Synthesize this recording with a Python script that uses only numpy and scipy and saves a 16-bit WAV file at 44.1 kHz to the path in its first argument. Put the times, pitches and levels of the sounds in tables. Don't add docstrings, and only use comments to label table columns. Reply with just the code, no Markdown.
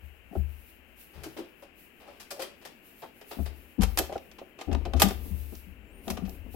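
import sys
import numpy as np
from scipy import signal
from scipy.fft import rfft, irfft, next_fast_len
from scipy.io import wavfile
from scipy.ndimage import uniform_filter1d, map_coordinates

SR = 44100
rng = np.random.default_rng(int(sys.argv[2]) if len(sys.argv) > 2 else 0)


def unload_wav(signal):
    wavfile.write(
        sys.argv[1],
        SR,
        np.round(np.clip(np.atleast_2d(signal).T, -1, 1) * 32767).astype(np.int16),
    )


N = 289111
TOP_HZ = 16000


def amp(db):
    return 10 ** (np.asarray(db) / 20)


def unit(x):
    return x / np.sqrt(np.mean(x ** 2) + 1e-20)


def along(points, hz):
    f, v = np.transpose(points)
    return np.interp(np.log(hz + 1), np.log(f + 1), v)


def curves(rows):
    times, *columns = np.transpose(rows)
    return [np.interp(np.arange(N) / SR, times, column) for column in columns]


def filtered(x, response):
    n = x.shape[-1]
    m = next_fast_len(n + SR // 2)
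    return irfft(rfft(x, m) * response(np.fft.rfftfreq(m, 1 / SR)), m)[..., :n]


def resonances(modes, hz):
    return sum(amp(db) * 1j * hz * w / (f * f - hz * hz + 1j * hz * w) for f, w, db in modes)


def noise_pair(size, corr):
    mid, side = rng.standard_normal((2, size))
    angle = np.arccos(np.clip(corr, -1, 1)) / 2
    return np.cos(angle) * mid + np.sin(angle) * np.array([side, -side])


def coloured_noise(spectrum, corr):
    return unit(filtered(noise_pair(N, corr), lambda hz: amp(along(spectrum, hz))))


def jitter(size, window):
    return unit(uniform_filter1d(rng.standard_normal(size), size=window))


def panned(pan_db):
    gains = amp(np.array([[pan_db], [-pan_db]]) / 2)
    return gains / gains.mean()


def add(track, start_s, sound):
    part = track[:, max(round(start_s * SR), 0):][:, :sound.shape[-1]]
    part += sound[:, :part.shape[1]]


def envelope(t, rise_s, t60_s):
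    shape = (1 - np.exp(-t / max(rise_s, 1e-4))) * amp(-60 * t / max(t60_s, 0.004))
    return shape / shape.max()


# f_low/Hz, f_high/Hz
CONTACT_BANDS = [(280, 950), (1000, 3600), (3800, 14500)]
CONTACT_CORR = [0.75, 0.26, 0.05]


def contact(db, bright_db, t60_s, body_db, rise_s, grain_db):
    t = np.arange(SR // 3) / SR
    smooth = envelope(t, rise_s, t60_s)
    shower = smooth * amp(grain_db * jitter(len(t), window=40))
    shower *= np.linalg.norm(smooth) / np.linalg.norm(shower)
    levels_db = [db + body_db - bright_db, db, db + bright_db]
    out = 0
    for band_db, edges_hz, corr in zip(levels_db, CONTACT_BANDS, CONTACT_CORR):
        band = signal.butter(3, edges_hz, "band", fs=SR, output="sos")
        out = out + amp(band_db) * unit(signal.sosfilt(band, noise_pair(len(t), corr) * shower))
    return out * np.sqrt(np.mean(smooth ** 2))


# t/s, level/dB, brightness/dB, t60/s
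PLATE_CLACKS = [(3.808, -39.5, 0, 0.1), (3.8174, -32, 0, 0.084), (3.8317, -27.5, -1.5, 0.048),
                (3.9732, -24.5, 0, 0.044), (3.9854, -24, 3.5, 0.041), (4.1235, -45.5, -2, 0.19),
                (4.1782, -45, -2.5, 0.023), (4.313, -51, 1.5, 0.049), (4.384, -46.5, -5, 0.083),
                (4.5868, -46.5, -4.5, 0.25), (4.6109, -37.5, -4.5, 0.058), (4.7136, -43, -10.5, 0.083),
                (4.7277, -37.5, -3, 0.033), (4.748, -32.5, -10.5, 0.014), (4.8514, -39.5, -6.5, 0.065),
                (4.9347, -31.5, -8.5, 0.019), (4.9631, -45.5, -0.5, 0.27), (4.997, -27, 1.5, 0.1),
                (5.0175, -14.5, 0, 0.048), (5.0293, -25.5, -1.5, .033), (5.0846, -37.5, 3.5, 0.047),
                (5.1061, -35.5, -4, 0.027), (5.5512, -54.5, 9.5, 0.029), (6.079, -39, -1.5, 0.05),
                (6.1, -33, 1.5, .055), (6.17, -38.5, -5.5, 0.054), (6.2504, -51, 0, 0.12),
                (6.2938, -55.5, 14, 0.012)]
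# f/Hz, width/Hz, gain/dB
STEEL_MODES = [(781, 30, -6), (990, 25, -14), (1180, 4, -6), (1220, 14, -3), (2083, 16, -11),
               (2576, 40, -1), (2689, 30, -7), (3128, 55, -3), (3840, 20, -15), (4384, 20, -11),
               (5260, 70, -11), (7540, 40, -16), (8350, 30, -19), (9510, 30, -15), (11210, 30, -12),
               (11700, 30, -11), (12050, 35, -11), (12810, 40, -13), (13385, 40, -9)]
# f/Hz, gain/dB
PLATE_EQ = [(500, 0.5), (1600, -3.5), (3000, -5), (5500, 1), (8000, -2.5), (10500, -2.5), (13000, 4),
            (15000, -1)]
# f/Hz, L-R/dB
PLATE_PAN = [(500, 4.5), (2500, 4.5), (5000, 2.5), (11000, -5)]


def plates():
    clacks, blows = np.zeros((2, N)), np.zeros((2, N))
    rise_s, blow_db, pan = 0.0015, 32.5, panned(-0.5)
    for start_s, db, bright_db, t60_s in PLATE_CLACKS:
        clack = contact(db, bright_db, t60_s, body_db=-5.5, rise_s=rise_s, grain_db=2.5)
        corner_hz = np.clip(15000 * amp(0.24 * (db + bright_db + 18.5)), 4000, 18000)
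        lowpass = signal.butter(2, corner_hz, fs=SR, output="sos")
        add(clacks, start_s, signal.sosfilt(lowpass, clack) * pan)
        blow = signal.sosfilt(lowpass, signal.unit_impulse(SR // 20))
        add(blows, start_s + rise_s, amp(db + bright_db / 2 + blow_db) * blow * pan)
    ring = filtered(amp(4) * clacks + blows, lambda hz: resonances(STEEL_MODES, hz))
    direct = clacks + ring
    colour = lambda hz: amp(along(PLATE_EQ, hz) + along(PLATE_PAN, hz) / 2 * np.array([[1], [-1]]))
    return filtered(direct + amp(-8.5) * room(direct), colour)


# t/s, level/dB, f/Hz, clatter level/dB, t60/s
BASE_KNOCKS = [(0.311, -41, 205, -57, 0.074), (0.327, -41, 265, -43.5, .12), (0.353, -30, 390, -33, 0.064),
               (0.361, -28.5, 211, -59, 0.061), (1.165, -41.5, 140, -62, 0.67),
               (1.258, -32, 322, -45, 0.13), (1.365, -31.5, 328, -52, 0.055), (1.385, -26, 343, -49, .18),
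               (1.623, -42.5, 560, -58, 0.12), (2.075, -36.5, 576, -70, 0.14),
               (2.311, -34.5, 568, -41, 0.66), (2.391, -30, 530, -42, 0.17), (3.028, -35, 887, -40, 0.11),
               (3.369, -37, 230, -53, 0.038), (3.386, -24, 227, -38.5, 0.11), (3.781, -22, 262, -65, 0.15),
               (3.793, -20, 217, -58, 0.18), (3.993, -20.5, 365, -25.5, 0.089),
               (4.038, -40, 650, -50, 0.038), (4.093, -31, 546, -38, 0.071),
               (4.118, -30.5, 620, -37, 0.096), (4.156, -34, 615, -29, 0.061),
               (4.415, -36, 540, -41.5, 0.055), (4.676, -23.5, 279.8, -37, 0.39),
               (4.712, -24.5, 230, -31.5, .16), (4.75, -28, 229, -41.5, 0.12), (4.86, -33, 276, -31.5, .12),
               (4.938, -22, 254, -30, 0.18), (5.018, -19.5, 810, -23, 0.068),
               (5.048, -20.5, 214, -30.5, .19), (5.107, -30, 418, -35.5, 0.06),
               (5.254, -38.5, 285, -64, .1), (5.522, -32, 248, -58, .085), (6.071, -26, 232, -31, 0.39),
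               (6.181, -31, 234, -50, 0.075), (6.221, -28, 236, -58, 0.069), (6.277, -41, 253, -45, 0.097),
               (6.458, -37, 233, -60, 0.2), (6.54, -35.5, 275, -42.5, 0.18)]
# f/Hz, width/Hz, gain/dB
SHELL_MODES = [(245.4, 28, -6), (368, 36, 10.5), (391, 45, 12), (548, 7.2, 4), (668, 57, 5.5), (778, 43, 2),
               (888, 20, -3), (1296, 290, -4.5)]
# f/Hz, level/dB
CLATTER_SPECTRUM = [(150, -2), (400, -2.5), (750, 7), (1000, -16), (1400, -13), (2200, -45.5)]
# f/Hz, L-R/dB
BASE_PAN = [(280, 21), (325, 2), (600, 5.5)]


def base():
    out, t = np.zeros((2, N)), np.arange(SR // 4) / SR
    shell = lambda hz: amp(along(CLATTER_SPECTRUM, hz)) * (1 + amp(3) * resonances(SHELL_MODES, hz))
    for start_s, db, pitch_hz, clatter_db, t60_s in BASE_KNOCKS:
        pan_db = along(BASE_PAN, pitch_hz)
        blow = envelope(t, 0.0037, t60_s)
        spot = lambda hz: resonances([(pitch_hz, 0.7 * pitch_hz, 0)], hz) ** 2
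        thud = unit(filtered(noise_pair(len(t), corr=0.67) * blow, spot))
        ring = unit(np.sin(2 * np.pi * pitch_hz * t) * blow)
        burst = noise_pair(len(t), corr=0.7) * envelope(t, 0.002, 0.98 * t60_s)
        clatter = unit(filtered(burst, shell))
        add(out, start_s, amp(db - 22.5) * (thud + amp(1) * ring) * panned(pan_db))
        add(out, start_s, amp(clatter_db - 14.5) * clatter * panned(0.28 * pan_db))
    return out + amp(-16) * room(out)


# t/s, boom level/dB, sway level/dB, drum level/dB
BENCH_THUMPS = [(0.023, -49, -58, -59.5), (0.367, -30.5, -33.5, -37), (1.153, -51.5, -49, -58),
                (3.387, -34, -45, -37), (3.792, -31, -19, -23), (3.99, -46.5, -51, -57),
                (4.672, -36.5, -37, -38.5), (4.707, -28, -28, -58), (4.946, -29.5, -46, -50),
                (5.035, -38, -37, -20.5), (5.306, -33, -52, -37), (5.667, -52, -64, -47.5),
                (6.099, -45, -42, -36), (6.226, -49.5, -58, -29)]
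# f/Hz, t60/s
BENCH_MODES = [(50, 0.51), (72, 0.45), (122, 0.36), (191, 0.19)]


def bench():
    out, t = np.zeros((2, N)), np.arange(SR) / SR
    for start_s, boom_db, sway_db, drum_db in BENCH_THUMPS:
        levels_db = [sway_db - 5, boom_db + 5.5, boom_db - 13, drum_db]
        ring = 0
        for (hz, t60_s), db in zip(BENCH_MODES, levels_db):
            detuned_hz = hz * rng.normal(1, 0.022)
            swell = envelope(t, 0.95 / hz, t60_s)
            ring = ring + amp(db) * np.sin(2 * np.pi * detuned_hz * t) * swell
        add(out, start_s, ring * panned(20))
    return amp(1.5) * out


# t/s, level/dB, brightness/dB, t60/s
FAR_SCUFFS = [(1.134, -57.5, -7, 1), (1.233, -43, -0.5, 0.12), (1.261, -57, 1, 0.039),
              (1.366, -46, -7, 0.22), (1.389, -55, 1, 0.041), (1.621, -56.5, -5, 0.15),
              (1.999, -58.5, -8.5, 0.52), (2.067, -58.5, -7, 0.68), (2.197, -49, 2, 0.16),
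              (2.305, -39.5, 2.5, .09), (2.392, -41.5, -2, .18), (2.416, -37.5, 0, 0.1),
              (2.611, -57.5, -5, .36), (2.649, -44, -2, 0.096), (3.017, -51.5, -6.5, 0.19),
              (3.211, -50, -6.5, 0.056), (3.309, -42.5, -6.5, .13), (3.456, -45.5, -4.5, 0.11)]


def scuffs():
    contacts = np.zeros((2, N))
    for start_s, db, bright_db, t60_s in FAR_SCUFFS:
        add(contacts, start_s, contact(db, bright_db, t60_s, body_db=-3.5, rise_s=0.0045, grain_db=2))
    peaks = [(1330, 76, -10), (4990, 840, 0.5)]
    colour = lambda hz: amp(-1) + amp(-18) * resonances(SHELL_MODES, hz) + resonances(peaks, hz)
    direct = filtered(contacts, colour)
    return (amp(-2) * direct + amp(-5.5) * room(direct)) * panned(4)


# t/s, f/Hz, level/dB
SQUEAK_PATH = [(5.62, 7300, -68), (5.74, 6130, -101.5), (5.83, 7740, -75.5), (5.9, 7200, -72.5),
               (5.93, 8870, -60.5), (6.0, 9240, -58), (6.07, 10620, -57), (6.1, 11600, -44),
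               (6.16, 10800, -59), (6.2, 8020, -81), (6.27, 12000, -54), (6.3, 13600, -43),
               (6.34, 11400, -69.5)]


def squeak():
    pitch_hz, db = curves(SQUEAK_PATH)
    t = np.arange(N) / SR
    waver = 0.006 * jitter(N, window=120)
    grip_db = 3 * jitter(N, window=900)
    phase = 2 * np.pi * np.cumsum(pitch_hz * (1 + waver)) / SR
    upper = (1.5 * pitch_hz < TOP_HZ) * np.sin(1.5 * phase)
    gate = (t > SQUEAK_PATH[0][0]) * (t < SQUEAK_PATH[-1][0])
    return amp(db + grip_db - 8) * gate * (np.sin(phase) + 0.5 * upper)


# t/s, tremor level/dB, rub level/dB
HANDLING_LEVELS = [(0.0, -59, -68.5), (1.51, -69, -63.5), (3.27, -73.5, -61.5), (3.49, -42, -59),
                   (3.82, -84, -63.5), (3.94, -53, -55), (4.33, -64, -60), (4.67, -73.5, -59),
                   (4.87, -34.5, -48), (5.35, -40.5, -54), (5.59, -50.5, -63), (5.99, -54, -55),
                   (6.26, -46.5, -51.5), (6.56, -43.5, -59.5)]
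# f/Hz, level/dB
TREMOR_SPECTRUM = [(15, -12), (42, 2), (72, 5.5), (105, -10.5), (250, -72.5)]
# f/Hz, level/dB
RUB_SPECTRUM = [(90, -13.5), (155, -5), (230, 1.5), (400, -3.5), (750, -15.5), (1200, -23), (3000, -45.5)]


def handling():
    tremor_db, rub_db = curves(HANDLING_LEVELS)
    tremor = amp(tremor_db) * coloured_noise(TREMOR_SPECTRUM, corr=0.95) * panned(15)
    rub = amp(rub_db) * coloured_noise(RUB_SPECTRUM, corr=0.9) * panned(6)
    return tremor + rub


# t/s, length/s, level/dB
SOFT_SWISHES = [(0, .1, -69), (.3, 0.34, -69), (0.64, 0.062, -59.5), (0.953, .06, -57),
                (1.064, 0.34, -68.5), (1.74, 0.12, -61.5), (2.273, 0.14, -66.5), (2.81, 0.19, -62),
                (3.126, 0.058, -61), (3.25, .19, -58), (3.51, 0.22, -66), (3.848, 0.22, -60.5),
                (4.17, 0.19, -73), (5.03, 0.55, -57.5), (6.018, .12, -57), (6.247, .11, -60),
                (6.5, .07, -57.5)]
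# f/Hz, level/dB
HISS_SPECTRUM = [(1500, -23.5), (3500, -5), (6000, -8.5), (9000, -5.5), (12500, 4), (15500, 2)]


def swishes():
    rise_s, t60_s, floor_db = 0.058, 0.37, -74.5
    flutter_db, flutter_per_s = 2.3, 18
    t = np.arange(N) / SR
    power = amp(floor_db) ** 2
    for start_s, length_s, db in SOFT_SWISHES:
        attack = np.clip((t - start_s) / rise_s, 0, 1)
        release = amp(-60 * np.maximum(t - start_s - length_s, 0) / t60_s)
        power = power + (amp(db) * attack * release) ** 2
    flutter = map_coordinates(rng.standard_normal(SR // 20), [t * flutter_per_s])
    gain = np.sqrt(power) * amp(7 + flutter_db * flutter)
    return gain * coloured_noise(HISS_SPECTRUM, corr=0.033) * panned(0.5)


# f/Hz, t60/s
ROOM_DECAY = [(150, 0.57), (600, 0.31), (3000, 0.35), (8000, 0.27), (15000, 0.21)]


def room(x):
    hz, t, spectra = signal.stft(rng.standard_normal((2, SR // 2)), SR, nperseg=256)
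    decay = amp(-60 * t / along(ROOM_DECAY, hz)[:, None])
    tail = signal.istft(spectra * decay, SR, nperseg=256)[1]
    tail *= 1 - np.exp(-np.arange(tail.shape[1]) / SR / 0.0026)
    return signal.fftconvolve(x.mean(0)[None], tail / np.linalg.norm(tail[0]), axes=1)[:, :N]


# f/Hz, level/dB
FLOOR_SPECTRUM = [(60, -3.5), (200, -10.5), (400, 1), (800, 1), (1100, -4), (1550, 2.5), (2000, 3),
                  (2700, 8), (3100, 1.5), (3450, -13), (8000, -37), (16000, -72)]
# f/Hz, L-R/dB
FLOOR_PAN = [(300, -6.5), (800, 13.5), (2500, 29), (4000, 57), (7000, -14)]


def noise_floor():
    noise = coloured_noise(FLOOR_SPECTRUM, corr=0.16)
    balance = lambda hz: amp(along(FLOOR_PAN, hz) * np.array([[0], [-1]]))
    return amp(-56.5) * filtered(noise, balance)


def scene():
    return scuffs() + plates() + base() + bench() + squeak() + handling() + swishes() + noise_floor()


def record(dry):
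    return filtered(dry, lambda hz: hz < TOP_HZ)


dry = scene()
out = record(dry)
unload_wav(out)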